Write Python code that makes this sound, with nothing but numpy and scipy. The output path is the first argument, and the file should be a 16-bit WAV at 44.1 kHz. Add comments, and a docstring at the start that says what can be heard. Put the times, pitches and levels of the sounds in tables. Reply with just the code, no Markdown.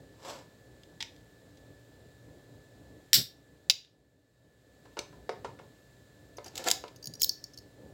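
"""Over a small room's fan and a thin whine, a bottle-shaped metal lighter scrapes off a wooden table.
It is snapped open, lit, clicked shut and set down; then a key-ring lighter is picked up and its
chain jingles. Each hit is a burst of tiny contacts that rings metal or wood; each scrape is
stick-slip friction. The phone is close: its limiter ducks at the two loud snaps and slowly recovers."""
import sys
import numpy as np
from scipy import signal
from scipy.fft import rfft, irfft
from scipy.io import wavfile
from scipy.ndimage import uniform_filter1d, minimum_filter1d

SR = 44100
rng = np.random.default_rng(int(sys.argv[2]) if len(sys.argv) > 2 else 0)


def pcm_store(signal):
    """Save signal as 16-bit PCM."""
    levels = np.round(np.clip(np.atleast_2d(signal), -1, 1) * 32767)
    wavfile.write(sys.argv[1], SR, levels.astype(np.int16).T)


N = 349713
TIME = np.arange(N) / SR


def undb(db):
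    """Decibels to gain."""
    return 10 ** (np.asarray(db) / 20)


def unit(x):
    """Scale to unit energy."""
    return x / np.sqrt(np.sum(x ** 2))


def level(x, db):
    """Scale to an rms level."""
    return x * undb(db) / x.std()


def lookup(points, hz):
    """Read a (Hz, value) table on a log-frequency axis."""
    freqs, values = np.transpose(points)
    return np.interp(np.log(hz + 1), np.log(freqs), values)


def walk(rate):
    """Random drift with a spread near 1 and rate turns a second."""
    knots = rng.standard_normal(int(N / SR * rate) + 2)
    return np.interp(TIME * rate, np.arange(len(knots)), knots)


def high_pass(x, hz, order=4):
    """Roll off what lies below hz."""
    return signal.sosfilt(signal.butter(order, hz, "high", fs=SR, output="sos"), x)


def through(x, impulse):
    """Pass a sound through an impulse response."""
    return signal.fftconvolve(x, impulse)[:len(x)]


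def response(spectrum, tilt_db=0, size=4096):
    """Minimum-phase impulse response of a spectrum, tilted in dB per octave."""
    hz = np.fft.rfftfreq(size, 1 / SR)
    gain = undb(lookup(spectrum, hz) + tilt_db * np.log2(1 + hz / 500))
    cepstrum = irfft(np.log(gain))
    cepstrum[1:size // 2] *= 2
    cepstrum[size // 2 + 1:] = 0
    return unit(irfft(np.exp(rfft(cepstrum))))


def ringing(modes, polarity=1):
    """Impulse response of damped modes; with polarity -1 neighbours swing in opposite directions."""
    t = TIME[:SR // 4]
    return unit(sum(polarity ** k * undb(db - 60 * t / t60) * np.cos(2 * np.pi * hz * t)
                    for k, (hz, db, t60) in enumerate(modes)))


def resonate(x, modes, db):
    """Mix in the ring of a body, db relative to what drives it; the total energy stays the same."""
    ring = level(through(x, ringing(modes)), db)
    return level(level(x, 0) + ring, 0) * x.std()


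def rebounds(runs):
    """Unfold runs into single contacts (s, dB), evenly spaced and stepping in level."""
    return [(s + k * gap_s, db + k * step_db)
            for s, db, contacts, gap_s, step_db in runs for k in range(round(contacts))]


def scuffed(hits, chatter_ms, doubling_db=15.5):
    """Give the hardest contact chatter_ms of chatter; softer ones scuff for longer."""
    top_db = max(db for _, db in hits)
    return [(s, db, chatter_ms * 2 ** ((top_db - db) / doubling_db)) for s, db in hits]


def coloured(hits, hard_tilt_db, soft_tilt_db):
    """Give each contact a brightness (dB per octave) that follows its force."""
    levels_db = [db for _, db, _ in hits]
    span_db = [min(levels_db), max(levels_db)]
    return [(s, db, ms, np.interp(db, span_db, [soft_tilt_db, hard_tilt_db])) for s, db, ms in hits]


def blows(rows, body):
    """Each blow (s, dB, chatter ms, tilt) is a fading burst of tiny contacts exciting body(tilt)."""
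    out, t = np.zeros(N + SR), TIME[:SR // 3]
    for s, db, chatter_ms, tilt_db in rows:
        contacts = rng.standard_normal(len(t)) * np.exp(-1000 * t / chatter_ms)
        gain = undb(db) * np.sqrt(SR / 100)  # db is the blow's energy spread over 10 ms
        start = int(s * SR)
        out[start:start + len(t)] += gain * unit(through(contacts, body(tilt_db)))
    return out[:N]


# The low and the airy half of the room tone. Each row: frequency in Hz, level in dB.
RUMBLE_EQ = [(25, -41.5), (40, -16), (60, 1), (80, -5.5), (105, 1), (160, -4.5), (235, -10), (288, -1),
             (335, -9.5), (400, -7), (560, -8.5), (800, -19), (1300, -34), (3000, -59.5)]
HISS_EQ = [(300, -3), (1000, -0.5), (1500, 1.5), (1750, 7), (2100, -1), (3000, -2), (3900, 2.5), (5000, -3),
           (6000, -6), (7500, -1), (8800, -9), (12000, -11), (16000, -9)]
def fan(hum_hz=119, whine_hz=1739, flutter_db=2.5):
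    """Gently fluttering rumble, smooth hiss, a motor hum and a thin wavering whine."""
    rumble = through(rng.standard_normal(N), response(RUMBLE_EQ)) * undb(flutter_db * walk(11))
    hiss = through(rng.standard_normal(N), response(HISS_EQ))
    hum = np.sin(2 * np.pi * np.cumsum(hum_hz + 2 * walk(32)) / SR) * undb(3.5 * walk(1))
    whine = np.sin(2 * np.pi * np.cumsum(whine_hz + 4.6 * walk(25)) / SR) * undb(1.1 * walk(24))
    return level(rumble, -57) + level(hiss, -67.5) + level(hum, -68) + level(whine, -71)


# The rasp of a drag over wood. Each row: frequency in Hz, level in dB.
SCRAPE_EQ = [(100, -18), (350, -6), (550, -9), (1000, -13), (1400, -17), (2600, -17), (5000, -15),
             (6600, -21.5), (7600, -16.5), (9000, -32), (12500, -31), (16000, -38)]
# Pushes of the hand. Each row: peak in seconds, level in dB, swell time in seconds.
LIGHTER_DRAGS = [(.252, -48, .007), (.302, -40, .04), (.39, -54, .012)]
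FOB_DRAGS = [(6.467, -45, 0.009), (6.60, -43, 0.03), (6.675, -24, .009)]
# The hollow hum under each drag. Each row: pitch in Hz, level in dB, 60 dB decay in seconds.
LIGHTER_HUM = [(568, -2.5, 0.057), (680, -12, 0.016), (970, 11, 0.0087), (1240, 0.5, 0.013)]
FOB_HUM = [(520, -10, .03), (785, 1, .035), (1330, -5, .02), (1750, -5, .02)]
def slide(pushes, modes, tilt_db, grain_db, fade_share=0.97):
    """Stick and slip: grainy friction swells and fades with each push and sets the table humming."""
    effort = sum(undb(db) * np.exp(-np.maximum(s - TIME, (TIME - s) / fade_share) / swell_s)
                 for s, db, swell_s in pushes)
    friction = rng.standard_normal(N) * undb(grain_db * walk(300))
    scrape = level(through(friction, response(SCRAPE_EQ, tilt_db)), 0)
    return resonate(scrape * effort, modes, db=0)


# Small handling ticks. Each row: start in seconds, level in dB, chatter decay in ms.
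TICKS = [(.296, -49, 6), (.834, -57.5, 2.6), (1.0045, -35.3, 9.7), (1.0255, -35.5, 2.2), (1.163, -64, 2),
         (1.572, -64, 5.8), (3.848, -51, 2.2), (6.880, -52.5, 4.9)]
# The tone of the case. Each row: frequency in Hz, level in dB.
CASE_EQ = [(200, -62), (900, -7), (1300, -21), (1900, -4), (2700, -5), (3400, -1.5), (4800, -7),
           (6200, -14.5), (7600, -20), (9000, -31), (16000, -41)]
def case_ticks():
    """A lighter's case ticks in the hand or against a neighbour, thinner the softer the touch."""
    hits = coloured(TICKS, hard_tilt_db=1, soft_tilt_db=7)
    return blows(hits, lambda tilt: response(CASE_EQ, tilt))


# The opening snap. Each row: start in seconds, level in dB, chatter decay in ms, tilt in dB per octave.
OPEN_HITS = [(3.1311, -13, 3.1, -0.5), (3.1402, -9.5, 28.8, 0), (3.1434, -23, 1.2, -6),
             (3.152, -19, 1.5, 4)]
# Its bright crack. Each row: frequency in Hz, level in dB.
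OPEN_EQ = [(300, -30.5), (1000, -33), (1550, -13.5), (2600, -13), (3700, -0.5), (5600, 1.5), (6300, -13.5),
           (7700, -4.5), (8700, -15), (11000, -13), (11800, -7), (13300, -11.5), (14800, -8.5),
           (16500, -16)]
# The spring's zing. Each row: pitch in Hz, level in dB, 60 dB decay in seconds.
SPRING_ZING = [(3615, 0, .25), (3792, -2, .2), (4389, -2, .2), (4810, -6, .2), (5119, -3, .2),
               (5512, -6, .2), (5585, -7, .2), (7938, -5, .2), (11788, 1, .2)]
def snap_open():
    """The cap springs open, the igniter fires and its spring buzzes."""
    snap = blows(OPEN_HITS, lambda tilt: response(OPEN_EQ, tilt))
    return resonate(snap, SPRING_ZING, db=-14.5)


# A muffled whump. Each row: frequency in Hz, level in dB.
PUFF_EQ = [(40, -29), (90, -6), (150, 1.5), (220, -5), (400, -15), (900, -27.5), (3000, -78.5)]
def puff(peak_s, db, width_s):
    """A soft low swell: gas catching fire, or fingers bumping the fob."""
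    swell = np.exp(-.5 * ((TIME - peak_s) / width_s) ** 2)
    return level(through(rng.standard_normal(N), response(PUFF_EQ)), db) * swell


# The closing snap. Each row: start in seconds, level in dB, contacts, gap in seconds, step in dB.
SHUT_RUNS = [(3.6984, -5.5, 3, .0057, -7)]
# Its hard click. Each row: frequency in Hz, level in dB.
SHUT_EQ = [(200, -44.5), (700, -19.5), (1500, -23.5), (2300, -12), (2750, -6), (3800, 0), (4400, -8.5),
           (5000, 1), (6300, -12.5), (7100, -11.5), (8400, -24.5), (15500, -26)]
# The cap's ping. Each row: pitch in Hz, level in dB, 60 dB decay in seconds.
CAP_PING = [(2750, -1, .025), (3680, 0, .025), (3980, -2, .025), (5012, -2, .025)]
def snap_shut():
    """The cap snaps shut, rebounds and rings briefly."""
    contacts = scuffed(rebounds(SHUT_RUNS), chatter_ms=2.42)
    hits = coloured(contacts, hard_tilt_db=1, soft_tilt_db=1.5)
    snap = blows(hits, lambda tilt: response(SHUT_EQ, tilt))
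    return resonate(snap, CAP_PING, db=-13)


# Knocks on the table top. Each row: start in seconds, level in dB, chatter decay in ms.
TABLE_HITS = [(4.854, -53.5, 11), (4.969, -37, 18.5), (5.128, -54.5, 13), (5.2925, -30.5, 5),
              (5.4458, -35, 10), (5.590, -48, 9.4), (6.384, -41.5, 3), (6.839, -40, 2.9), (6.852, -57, 3.9)]
# Their woody tone. Each row: frequency in Hz, level in dB.
WOOD_EQ = [(80, -29.5), (250, -5), (420, 1.5), (750, -2.5), (1020, 2), (1600, -7), (2500, -11),
           (4700, -15.5), (7500, -24), (9500, -30.5), (16000, -67.5)]
# The top's short ring. Each row: pitch in Hz, level in dB, 60 dB decay in seconds.
WOOD_MODES = [(408, -3.5, 0.064), (467, 7, 0.028), (573, 5.5, 0.067), (740, 9, 0.03), (900, -7, 0.049),
              (1000, 6.5, 0.04), (1260, -7, 0.037), (1330, 6, 0.017)]
def table_knocks():
    """Things knock on the wooden top and ring it briefly."""
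    hits = coloured(TABLE_HITS, hard_tilt_db=-1, soft_tilt_db=-0.5)
    knocks = blows(hits, lambda tilt: response(WOOD_EQ, tilt))
    return resonate(knocks, WOOD_MODES, db=-2.5)


# One clink. Each row: start in seconds, level in dB, chatter decay in ms, tilt in dB per octave.
CLINK_HITS = [(4.9905, -33.5, 2.7, 0)]
# Its tinny tone. Each row: frequency in Hz, level in dB.
CLINK_EQ = [(400, -7), (1500, -27), (2400, -5.5), (2900, -15.5), (3700, -12), (4700, -8), (5000, -15),
            (5250, -10), (5650, -20), (6150, -3.5), (6700, -15), (7900, -15.5), (9700, -33), (16000, -38)]
def clink():
    """The lighter touches a thin metal neighbour as it is laid down."""
    return blows(CLINK_HITS, lambda tilt: response(CLINK_EQ, tilt))


# Chain shakes. Each row: start in seconds, level in dB, contacts, gap in seconds, step in dB.
CHAIN_RUNS = [(6.369, -52.5, 2, 0.0063, -6), (6.4437, -50, 3, .018, 0), (6.960, -56, 2, .005, -4),
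              (7.0265, -47.5, 4, .0149, 3), (7.1375, -44, 2, 0.015, -5), (7.197, -48, 3, 0.0077, 3.5),
              (7.2184, -23.5, 3, .0128, 0), (7.535, -56, 2, .006, -1), (7.5746, -58, 2, 0.011, 7.5)]
# The tick of wire on wire. Each row: frequency in Hz, level in dB.
WIRE_EQ = [(400, -50), (2200, -36), (3500, -20), (4600, -2), (6700, 0), (8600, -13), (10000, -12),
           (11600, -7), (13200, -12), (15500, -5)]
# A link's sparkle. Each row: pitch in Hz, level in dB, 60 dB decay in seconds.
LINK_SPARKLE = [(3000, -15.5, 0.011), (4150, -10, .012), (4880, -4.5, 0.022), (5470, 1.5, 0.018),
                (5780, -2, .012), (6600, 1.5, 0.018), (8760, -3, 0.0043), (11200, 0.5, 0.0065),
                (13500, -2, .006), (15100, 4, .007)]
def chain(pitch_spread=.03, spread_db=3, tick_db=-5):
    """Each shake runs down the chain; the links differ in size, so each rings a little differently."""
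    def link(tilt_db):
        """A contact tick and the short modes of one link."""
        chance = rng.standard_normal((len(LINK_SPARKLE), 2))
        modes = [(hz * (1 + pitch_spread * detune), db + spread_db * lift + tilt_db * np.log2(hz), t60)
                 for (hz, db, t60), (detune, lift) in zip(LINK_SPARKLE, chance)]
        tick = response(WIRE_EQ, tilt_db)
        ring = high_pass(ringing(modes, polarity=-1), 2000, order=2)
        return undb(tick_db) * tick + ring[:len(tick)]
    contacts = scuffed(rebounds(CHAIN_RUNS), chatter_ms=.9)
    return blows(coloured(contacts, hard_tilt_db=1.5, soft_tilt_db=-8.5), link)


# Triple clacks. Each row: start in seconds, level in dB, first gap in seconds.
ROCKS = [(6.555, -36, .0138), (6.6405, -36.5, .022), (6.685, -20.5, .0174)]
# The tone of the fob's metal fittings. Each row: frequency in Hz, level in dB.
FOB_EQ = [(80, -39.5), (400, -27.5), (1900, -10), (2800, -1.5), (3900, 0.5), (5200, 0.5), (6000, -2),
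          (7300, 3.5), (8600, -9.5), (11500, -9.5), (13200, -8.5), (15500, -13)]
def fob():
    """The key fob tips, grazes and lands as the fingers work under it; the second gap is shorter."""
    clacks = [(0, -6), (1, -9.5), (1.62, 0)]  # delay in first gaps, level in dB
    contacts = [(s + gap_s * lag, db + clack_db) for s, db, gap_s in ROCKS for lag, clack_db in clacks]
    hits = coloured(scuffed(contacts, chatter_ms=2.3), hard_tilt_db=-0.5, soft_tilt_db=-1)
    return blows(hits, lambda tilt: response(FOB_EQ, tilt))


# Swings of the split ring. Each row: start in seconds, level in dB.
RING_SWINGS = [(7.2355, -27.5), (7.278, -53), (7.2931, -24.5), (7.4404, -40.5), (7.5746, -46.5)]
# Its choked chime. Each row: pitch in Hz, level in dB, 60 dB decay in seconds.
RING_CHIME = [(4495, 0, .026), (4260, -5, .01), (4780, -4, .01), (5141, -2, .012), (5450, -1, .01),
              (6900, -10, .012), (7700, -15, .012), (8732, -19, .03), (12900, -14, .005),
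              (13900, -13, .005)]
def split_ring(tick_db=-14):
    """The split ring swings against the chain, always at the same pitches, damped by the fingers."""
    def wire(tilt_db):
        """A contact tick and the ring's own modes; thin wire radiates no low notes."""
        tick = response(WIRE_EQ, tilt_db)
        chime = high_pass(ringing(RING_CHIME, polarity=-1), 4100, order=8)
        return undb(tick_db) * tick + chime[:len(tick)]
    contacts = scuffed(RING_SWINGS, chatter_ms=.6)
    return blows(coloured(contacts, hard_tilt_db=0, soft_tilt_db=-2), wire)


# The small room's tail. Each row: frequency in Hz, 60 dB decay in seconds.
ROOM_DECAY = [(150, 0.4), (1000, 0.32), (4500, .32), (8000, 0.22), (15000, .25)]
def room(build_s=0.001):
    """Diffuse echoes that build up quickly and die sooner in the treble."""
    t = TIME[:SR * 2 // 3]
    hz = np.fft.rfftfreq(len(t), 1 / SR)
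    noise = rfft(rng.standard_normal(len(t)))
    edges = np.geomspace(40, SR / 2, 12)
    tail = np.zeros(len(t))
    for lo, hi in zip(edges, edges[1:]):
        band = irfft(noise * ((hz >= lo) & (hz < hi)), len(t))
        tail += band * undb(-60 * t / lookup(ROOM_DECAY, np.sqrt(lo * hi)))
    return unit(tail * (1 - np.exp(-(t / build_s) ** 2)))


def scene():
    """Things held near the phone are dry; the table is further off and wetter."""
    snaps = snap_open() + snap_shut()
    ticks = case_ticks() + clink()
    flame = puff(peak_s=3.19, db=-35, width_s=.024)
    clacks = fob()
    table = table_knocks()
    table += slide(LIGHTER_DRAGS, LIGHTER_HUM, tilt_db=0.5, grain_db=2)
    table += slide(FOB_DRAGS, FOB_HUM, tilt_db=0.4, grain_db=1)
    jingle = chain() + split_ring()
    finger_bump = puff(peak_s=7.10, db=-50, width_s=.022)
    # Each pair: sound, reverb send in dB.
    mix = [(snaps + flame, -16), (ticks, -10), (clacks, -11), (table, -5), (jingle + finger_bump, -13.5)]
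    direct = sum(sound for sound, _ in mix)
    echoes = through(sum(undb(db) * sound for sound, db in mix), room())
    return (direct + echoes + fan())[None]


def limiter(x, ceiling_db=-11, hold_s=0.54, release_db_per_s=17):
    """Turns down just ahead of a loud snap, holds, then creeps back up."""
    window = SR // 500
    power = uniform_filter1d(x ** 2, window)
    duck_db = np.minimum(0, ceiling_db - 10 * np.log10(np.maximum(power, 1e-12)))
    half_hold = int(hold_s * SR / 2)
    held_db = minimum_filter1d(duck_db, 2 * half_hold + 1, origin=half_hold)
    ramp_db = release_db_per_s * TIME
    gain_db = np.minimum.accumulate(held_db - ramp_db) + ramp_db
    ahead_db = minimum_filter1d(gain_db, 2 * window)
    return x * undb(uniform_filter1d(ahead_db, window))


def record(dry, bass_hz=46, top_hz=16000):
    """The phone drops the deep bass, limits, clips at full scale and cuts the top."""
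    limited = np.clip(limiter(high_pass(dry[0], bass_hz)), -1, 1)
    top_cut = signal.ellip(8, .2, 70, top_hz, fs=SR, output="sos")
    return signal.sosfilt(top_cut, limited)[None]


dry = scene()
out = record(dry)
pcm_store(out)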